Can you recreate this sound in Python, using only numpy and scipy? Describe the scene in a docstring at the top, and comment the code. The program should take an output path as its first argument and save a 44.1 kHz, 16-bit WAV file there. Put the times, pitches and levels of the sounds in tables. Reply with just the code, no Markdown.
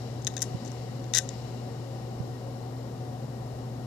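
"""On a desk, an opened hard drive lies close to the left microphone port, in a room with a steady hum and rumble.
The arm strikes its stops in short rattles: clicks and dragging grit set damped metal modes ringing.
Air over the slowing platter hisses as shaped noise; the rumble is low noise with narrow resonances.
Two soft knocks reach the right port through the hand, each ringing one heavily damped low mode."""
import sys
import numpy as np
from scipy import signal
from scipy.fft import rfft, irfft
from scipy.io import wavfile

SR = 44100
rng = np.random.default_rng(int(sys.argv[2]) if len(sys.argv) > 2 else 0)


def master_out(mix):
    """Clip the mix to full scale and print it as 16-bit PCM to the path in sys.argv[1]."""
    frames = np.transpose(np.atleast_2d(mix))
    ceiling = np.clip(frames, -1, 1)
    pcm = np.round(ceiling * 32767).astype(np.int16)
    wavfile.write(sys.argv[1], SR, pcm)


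def volts_from_db(level):
    """Convert decibel levels to linear amplitude ratios."""
    exponent = np.asarray(level, float) / 20
    return 10 ** exponent


N = 170226
T = np.arange(N) / SR


def rms_one(x):
    """Scale to rms 1."""
    return x / np.sqrt(np.mean(x ** 2) + 1e-20)


def at_hz(points, hz):
    """Read a table on a log-frequency axis."""
    table_hz, value = np.transpose(points)
    return np.interp(np.log(hz + 1), np.log(table_hz), value)


def bumps(table, hz):
    """Sum of bell-shaped lifts in dB."""
    return sum(lift_db / (1 + (2 * (hz - centre_hz) / width_hz) ** 2) for centre_hz, width_hz, lift_db in table)


def sides(pan_db):
    """Left port keeps its level, right port is pan_db lower."""
    return np.array([[1], [volts_from_db(-pan_db)]])


def ring(x, hz, t60_s):
    """A damped resonator: a unit click sets a sine of height 1 ringing, down 60 dB after t60_s."""
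    r = volts_from_db(-60 / (t60_s * SR))
    w = 2 * np.pi * hz / SR
    return signal.lfilter([0, np.sin(w)], [1, -2 * r * np.cos(w), r * r], x + 1e-18)


# likeness of the two ports in diffuse sound: pitch_hz, correlation (1 = the same)
PORT_LIKENESS = [(30, .8), (60, 0.73), (120, 0.86), (250, 0.83), (500, 0.81), (1000, 0.87), (2000, 0.1),
                 (4000, .2), (8000, .05)]
# lead of the left port over the right: pitch_hz, phase_rad
PORT_LEAD = [(300, 0.01), (780, 1.34), (2000, 1.27)]


def coloured(gain_db):
    """Steady stereo noise with a gain per frequency and the room's likeness and lag between ports."""
    hz = np.fft.rfftfreq(N, 1 / SR)
    mid, side = rfft(rng.standard_normal((2, N)))
    alike = np.clip(at_hz(PORT_LIKENESS, hz), -.99, .99)
    ports = np.sqrt(1 + alike) * mid + np.sqrt(1 - alike) * side * [[1], [-1]]
    right_lag = np.exp(-1j * at_hz(PORT_LEAD, hz) * np.array([[0], [1]]))
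    return irfft(right_lag * volts_from_db(gain_db(hz)) * ports, N)


def hum():
    """The room's hum is one steady low sine."""
    pitch_hz, left_rms_db, pan_db = 120.3, -37.5, 1.55
    return volts_from_db(left_rms_db) * np.sqrt(2) * np.sin(2 * np.pi * pitch_hz * T) * sides(pan_db)


# broad colour of the rumble: pitch_hz, relative density_db per Hz
RUMBLE_COLOUR = [(20, -27), (50, -4.5), (100, -2.5), (160, -1.5), (300, -4.5), (500, -5.5), (700, -8.5),
                 (1000, -14), (1500, -24.5), (2500, -38.5)]
# narrow resonances in the rumble: pitch_hz, width_hz, lift_db
RUMBLE_RESONANCES = [(134.7, 15.7, 11), (140.8, 2.7, 4), (227.5, 9.1, 11), (259.7, 11.4, 9.5),
                     (351.6, 8.4, 7), (388, 17, 3.5), (467.3, 8.3, 7.5), (542, 8.8, 10), (736.8, 8.6, 13),
                     (765, 19, 9), (1880, 26, 13.5)]
# balance of the rumble between ports: pitch_hz, left_over_right_db
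RUMBLE_BALANCE = [(60, 4), (120, 2), (240, 2.5), (480, 6.0), (950, 5.5), (1890, 14.5), (3770, 25),
                  (7520, 15), (15000, -8.5)]


def rumble():
    """Low room noise whose narrow resonances lift single bands."""
    def gain_db(hz):
        balance_db = at_hz(RUMBLE_BALANCE, hz) / 2 * np.array([[1], [-1]])
        return at_hz(RUMBLE_COLOUR, hz) + bumps(RUMBLE_RESONANCES, hz) + balance_db

    rms_db = -39.5
    return volts_from_db(rms_db) * rms_one(coloured(gain_db))


# air noise over the platter as it slows: time_s, left_rms_db (before a 3 dB lift)
WINDAGE_LEVEL = [(0.0, -52), (0.29, -57.5), (0.46, -53.5), (0.68, -52), (0.85, -54), (1.13, -56),
                 (1.32, -51.5), (1.69, -55.5), (2.69, -58.5), (3.86, -59)]
# broad colour of the air noise: pitch_hz, relative density_db per Hz
AIR_COLOUR = [(800, -27), (1300, -12.5), (2300, -9.5), (3300, -8.5), (4500, -2), (6200, -7.5),
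              (7500, -11.5), (8500, -12.5), (10000, -48.5), (14000, -68)]
# whirring bands in the air noise: pitch_hz, width_hz, lift_db
WHIRR_BANDS = [(2000, 650, 10), (2880, 320, 9.5), (3940, 340, 5.5), (5380, 700, 6), (7100, 500, 7)]


def windage():
    """Air dragged by the slowing platter hisses: shaped noise rises and falls, ending at its faintest."""
    pan_db = 11
    time_s, level_db = np.transpose(WINDAGE_LEVEL)
    hiss = rms_one(coloured(lambda hz: at_hz(AIR_COLOUR, hz) + bumps(WHIRR_BANDS, hz)))
    return hiss * volts_from_db(np.interp(T, time_s, level_db)) * sides(pan_db) / np.sqrt(.5)  # 3 dB lift


# soft knocks through the hand: start_s, push_db (before a 7 dB lift and the softening)
KNOCK_PUSHES = [(0.5453, -21.5), (2.2018, -21.5)]


def knocks():
    """A soft push rings one heavily damped low mode, mostly at the right port."""
    pitch_hz, t60_s, left_db = 148, 0.039, -35.5
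    soft_hz, floor_hz = 500, 90  # the hand dulls the push and weakens what lies below the floor
    push = np.zeros(N)
    for start_s, push_db in KNOCK_PUSHES:
        push[int(start_s * SR)] = -volts_from_db(push_db + 7.0)
    push = signal.sosfilt(signal.butter(1, soft_hz, fs=SR, output="sos"), push)
    push = signal.sosfilt(signal.butter(2, floor_hz, "high", fs=SR, output="sos"), push)
    return ring(push, pitch_hz, t60_s) * np.array([[volts_from_db(left_db)], [1]])


def room(x):
    """A short diffuse tail of decaying noise, unrelated in the two ports."""
    t60_s, level_db, pan_db = 0.21, -17, 23
    t = T[:SR // 2]
    tail = rng.standard_normal((2, len(t))) * volts_from_db(-60 * t / t60_s) * (t > .002)
    tail /= np.sqrt(np.sum(tail[0] ** 2))
    echo = signal.fftconvolve(x[None], tail, axes=1)[:, :N]
    return volts_from_db(level_db) * sides(pan_db) * echo


def swell(x, hz):
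    """A contact takes time: a broad resonance at the mode's pitch swells it in under a millisecond."""
    width_hz = 1500
    r = np.exp(-np.pi * width_hz / SR)
    feedback = [1, -2 * r * np.cos(2 * np.pi * hz / SR), r * r]
    return signal.lfilter([(1 - r * r) / 2, 0, (r * r - 1) / 2], feedback, x + 1e-18)


# arm contacts: start_s, strike_db (before share and spread), then body_db, low_db, high_db against it
ARM_CONTACTS = [(0.2195, -40.0, -15.0, -10.0, -15.0), (0.2245, -40.0, -15.0, -10.0, -15.0),
                (0.2478, -24.0, -31.0, -22.0, -15.0), (0.2692, -16.0, -14.0, -4.0, -23.0),
                (0.2735, -17.0, -22.0, -13.0, -19.0), (0.2766, -25.0, -23.0, -17.0, -31.0),
                (0.2785, -30.0, -10.0, -10.0, -25.0), (0.338, -38.0, -8.0, -8.0, -15.0),
                (0.341, -38.0, -8.0, -8.0, -15.0), (0.3668, -22.0, -13.0, -10.0, -20.0),
                (0.373, -34.0, -12.0, -3.0, -15.0), (0.3778, -27.0, -9.0, -6.0, -20.0),
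                (0.3903, -35.0, -19.0, -11.0, -22.0), (0.3938, -33.0, -17.0, -11.0, -26.0),
                (0.4062, -29.0, -22.0, -16.0, -19.0), (0.4189, -17.0, -21.0, -15.0, -11.0),
                (0.4208, -12.0, -34.0, -18.0, -6.0), (0.424, -18.0, -24.0, -23.0, -10.0),
                (0.4268, -12.0, -31.0, -22.0, -11.0), (0.4303, -30.0, -16.0, -15.0, -3.0),
                (0.434, -31.0, -18.0, -20.0, -10.0), (0.438, -35.0, -21.0, -13.0, -3.0),
                (0.4403, -30.0, -19.0, -12.0, -13.0), (0.6492, -36.0, -21.0, -15.0, -19.0),
                (0.6527, -36.0, -23.0, -17.0, -27.0), (0.6599, -35.0, -22.0, -16.0, -27.0),
                (0.6778, -36.0, -12.0, -17.0, -25.0), (0.6812, -39.0, -10.0, -11.0, -26.0),
                (0.7179, -33.0, -21.0, -16.0, -11.0), (1.0418, -39.0, -10.0, -2.0, -17.0),
                (1.1363, -19.0, -12.0, -3.0, -18.0), (1.1375, -18.0, -16.0, 0.0, -17.0),
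                (1.1462, -18.0, -14.0, -6.0, -16.0), (1.1496, -7.0, -26.0, -14.0, -20.0),
                (1.1536, -17.0, -20.0, -15.0, -13.0), (1.1549, -20.0, -15.0, -11.0, -21.0),
                (1.1588, -13.0, -19.0, -10.0, -15.0), (1.1619, -16.0, -15.0, -9.0, -18.0),
                (1.1634, -13.0, -26.0, -10.0, -17.0), (1.17, -13.0, -14.0, -11.0, -15.0),
                (1.1718, -16.0, -20.0, -11.0, -15.0), (1.1736, -14.0, -10.0, -9.0, -16.0),
                (1.1761, -11.0, -21.0, -8.0, -13.0), (1.183, -10.0, -23.0, -8.0, -5.0),
                (1.1868, -10.0, -23.0, -15.0, -23.0), (1.1923, -29.0, -10.0, -1.0, -8.0),
                (1.1961, -26.0, -11.0, -13.0, -14.0), (1.2904, -21.0, -27.0, -20.0, -28.0),
                (1.2919, -28.0, -24.0, -8.0, -19.0)]
# arm dragging along its ramp: start_s, end_s, force_db (before share), brightness_db
ARM_DRAGS = [(.2685, .279, -26, -3), (.3655, .371, -27, -3), (.3755, .381, -33, -4), (.405, .418, -40, 2.5),
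             (.4178, .429, -27, 6), (.648, .685, -46, -2), (1.1360, 1.141, -22, -5),
             (1.1458, 1.1525, -19, 0), (1.1525, 1.175, -22, 0), (1.175, 1.1908, -19, 0)]
# damped modes of arm and frame, four groups: pitch_hz, level_db, t60_s, left_over_right_db
BODY = [(1541, -11.5, 0.058, 8.6), (1804, -2, 0.014, 4.3), (1963, -4, 0.019, 5), (2500, -5.5, 0.0074, 5.9)]
LOW = [(2985, -8.5, 0.0057, 11), (3584, -4.5, 0.013, 19), (3795, -1.5, 0.014, 16), (4140, -7, 0.011, 18)]
MIDDLE = [(4900, -13, 0.0091, 11), (5500, -6, 0.0063, 22), (6040, -2.5, 0.006, 40), (6400, -7.5, 0.013, 45),
          (6700, -2.5, 0.0043, 29), (7300, -3.5, 0.0052, 28)]
HIGH = [(8200, -11, .004, 19), (9100, -7, .005, 17), (9700, -5, .004, 17), (10300, -6, .004, 15),
        (11100, -10, .004, 11), (12600, -10, .004, 7), (14200, -14, .003, 5)]
# force shared into body, low, middle and high modes: share_db of each group
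STRIKE_SHARE = (1.3, 1.4, 1.2, 3)
DRAG_SHARE = (-17, -9.5, 0.5, -6)
# platter and casting ringing on: pitch_hz, level_db (relative to the whole ring), t60_s
PLATTER_RING = [(1515, -8, .05), (1800, -14, .04), (3240, -13, .06), (3700, -16, .07), (3800, -16, .07),
                (4194, -16, .07), (4323, -17, .08), (4880, -20, .08), (5300, -13, .04), (5610, -16, .07),
                (6035, -7, .07), (6325, -7, .05), (6470, -13, .07), (6735, -16, .07), (7190, -16, .05),
                (7670, -22, .06)]


def arm():
    """Contacts strike each mode a little differently; drags are dense small clicks into the same modes."""
    clicks_per_s, strike_spread_db = 3000, 2.0
    ring_db, ring_pan_db = -29.5, 15
    start_s, strike_db, body_db, low_db, high_db = np.transpose(ARM_CONTACTS)
    at = (start_s * SR).astype(int)
    grit = (rng.random(N) < clicks_per_s / SR) * rng.standard_normal(N) / 2
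    # brightness takes from body and low modes and gives to high ones
    groups = zip((BODY, LOW, MIDDLE, HIGH), (body_db, low_db, 0, high_db),
                 STRIKE_SHARE, DRAG_SHARE, (-1, -1, 0, 1))
    out, push = np.zeros((2, N)), np.zeros(N)
    for modes, own_db, strike_share_db, drag_share_db, lean in groups:
        drag = np.zeros(N)
        for begin_s, end_s, force_db, bright_db in ARM_DRAGS:
            gate = (T > begin_s) & (T < end_s)
            drag += grit * gate * volts_from_db(force_db + drag_share_db + lean * bright_db)
        for hz, level_db, t60_s, pan_db in modes:
            force = drag * rng.choice([-1, 1])
            spread_db = rng.normal(0, strike_spread_db, len(at))
            strike = volts_from_db(strike_db + own_db + strike_share_db + spread_db)
            force[at] += strike * rng.choice([-1, 1], len(at))
            out += volts_from_db(level_db) * ring(swell(force, hz), hz, t60_s) * sides(pan_db)
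        push += force  # the last mode's force in each group also drives the platter
    for k, (hz, level_db, t60_s) in enumerate(PLATTER_RING):
        tone = volts_from_db(ring_db + level_db) * ring(swell(push, hz), hz, t60_s)
        out += tone * sides(ring_pan_db) * [[1], [(-1) ** k]]  # every other mode is flipped at the right
    return out


def scene():
    """The arm and its room tail over the air, rumble, hum and knocks."""
    clicks = arm()
    return clicks + room(clicks[0]) + windage() + rumble() + hum() + knocks()


def band_limit(x):
    """A steep low-pass at the top of the band."""
    return signal.sosfilt(signal.butter(12, 16500, fs=SR, output="sos"), x)


# faint white noise floor before the top is cut, much fainter at left than right: rms_db
NOISE_FLOOR = [
    [-80],
    [-64],
]


def record(dry):
    """A faint white noise floor joins the scene and a steep low-pass cuts the top."""
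    top_hz = 14500
    noisy = dry + volts_from_db(np.array(NOISE_FLOOR)) * rng.standard_normal(dry.shape)
    mix = signal.sosfilt(signal.ellip(8, .3, 20, top_hz, fs=SR, output="sos"), noisy)
    return band_limit(mix)


dry = scene()
out = record(dry)
master_out(out)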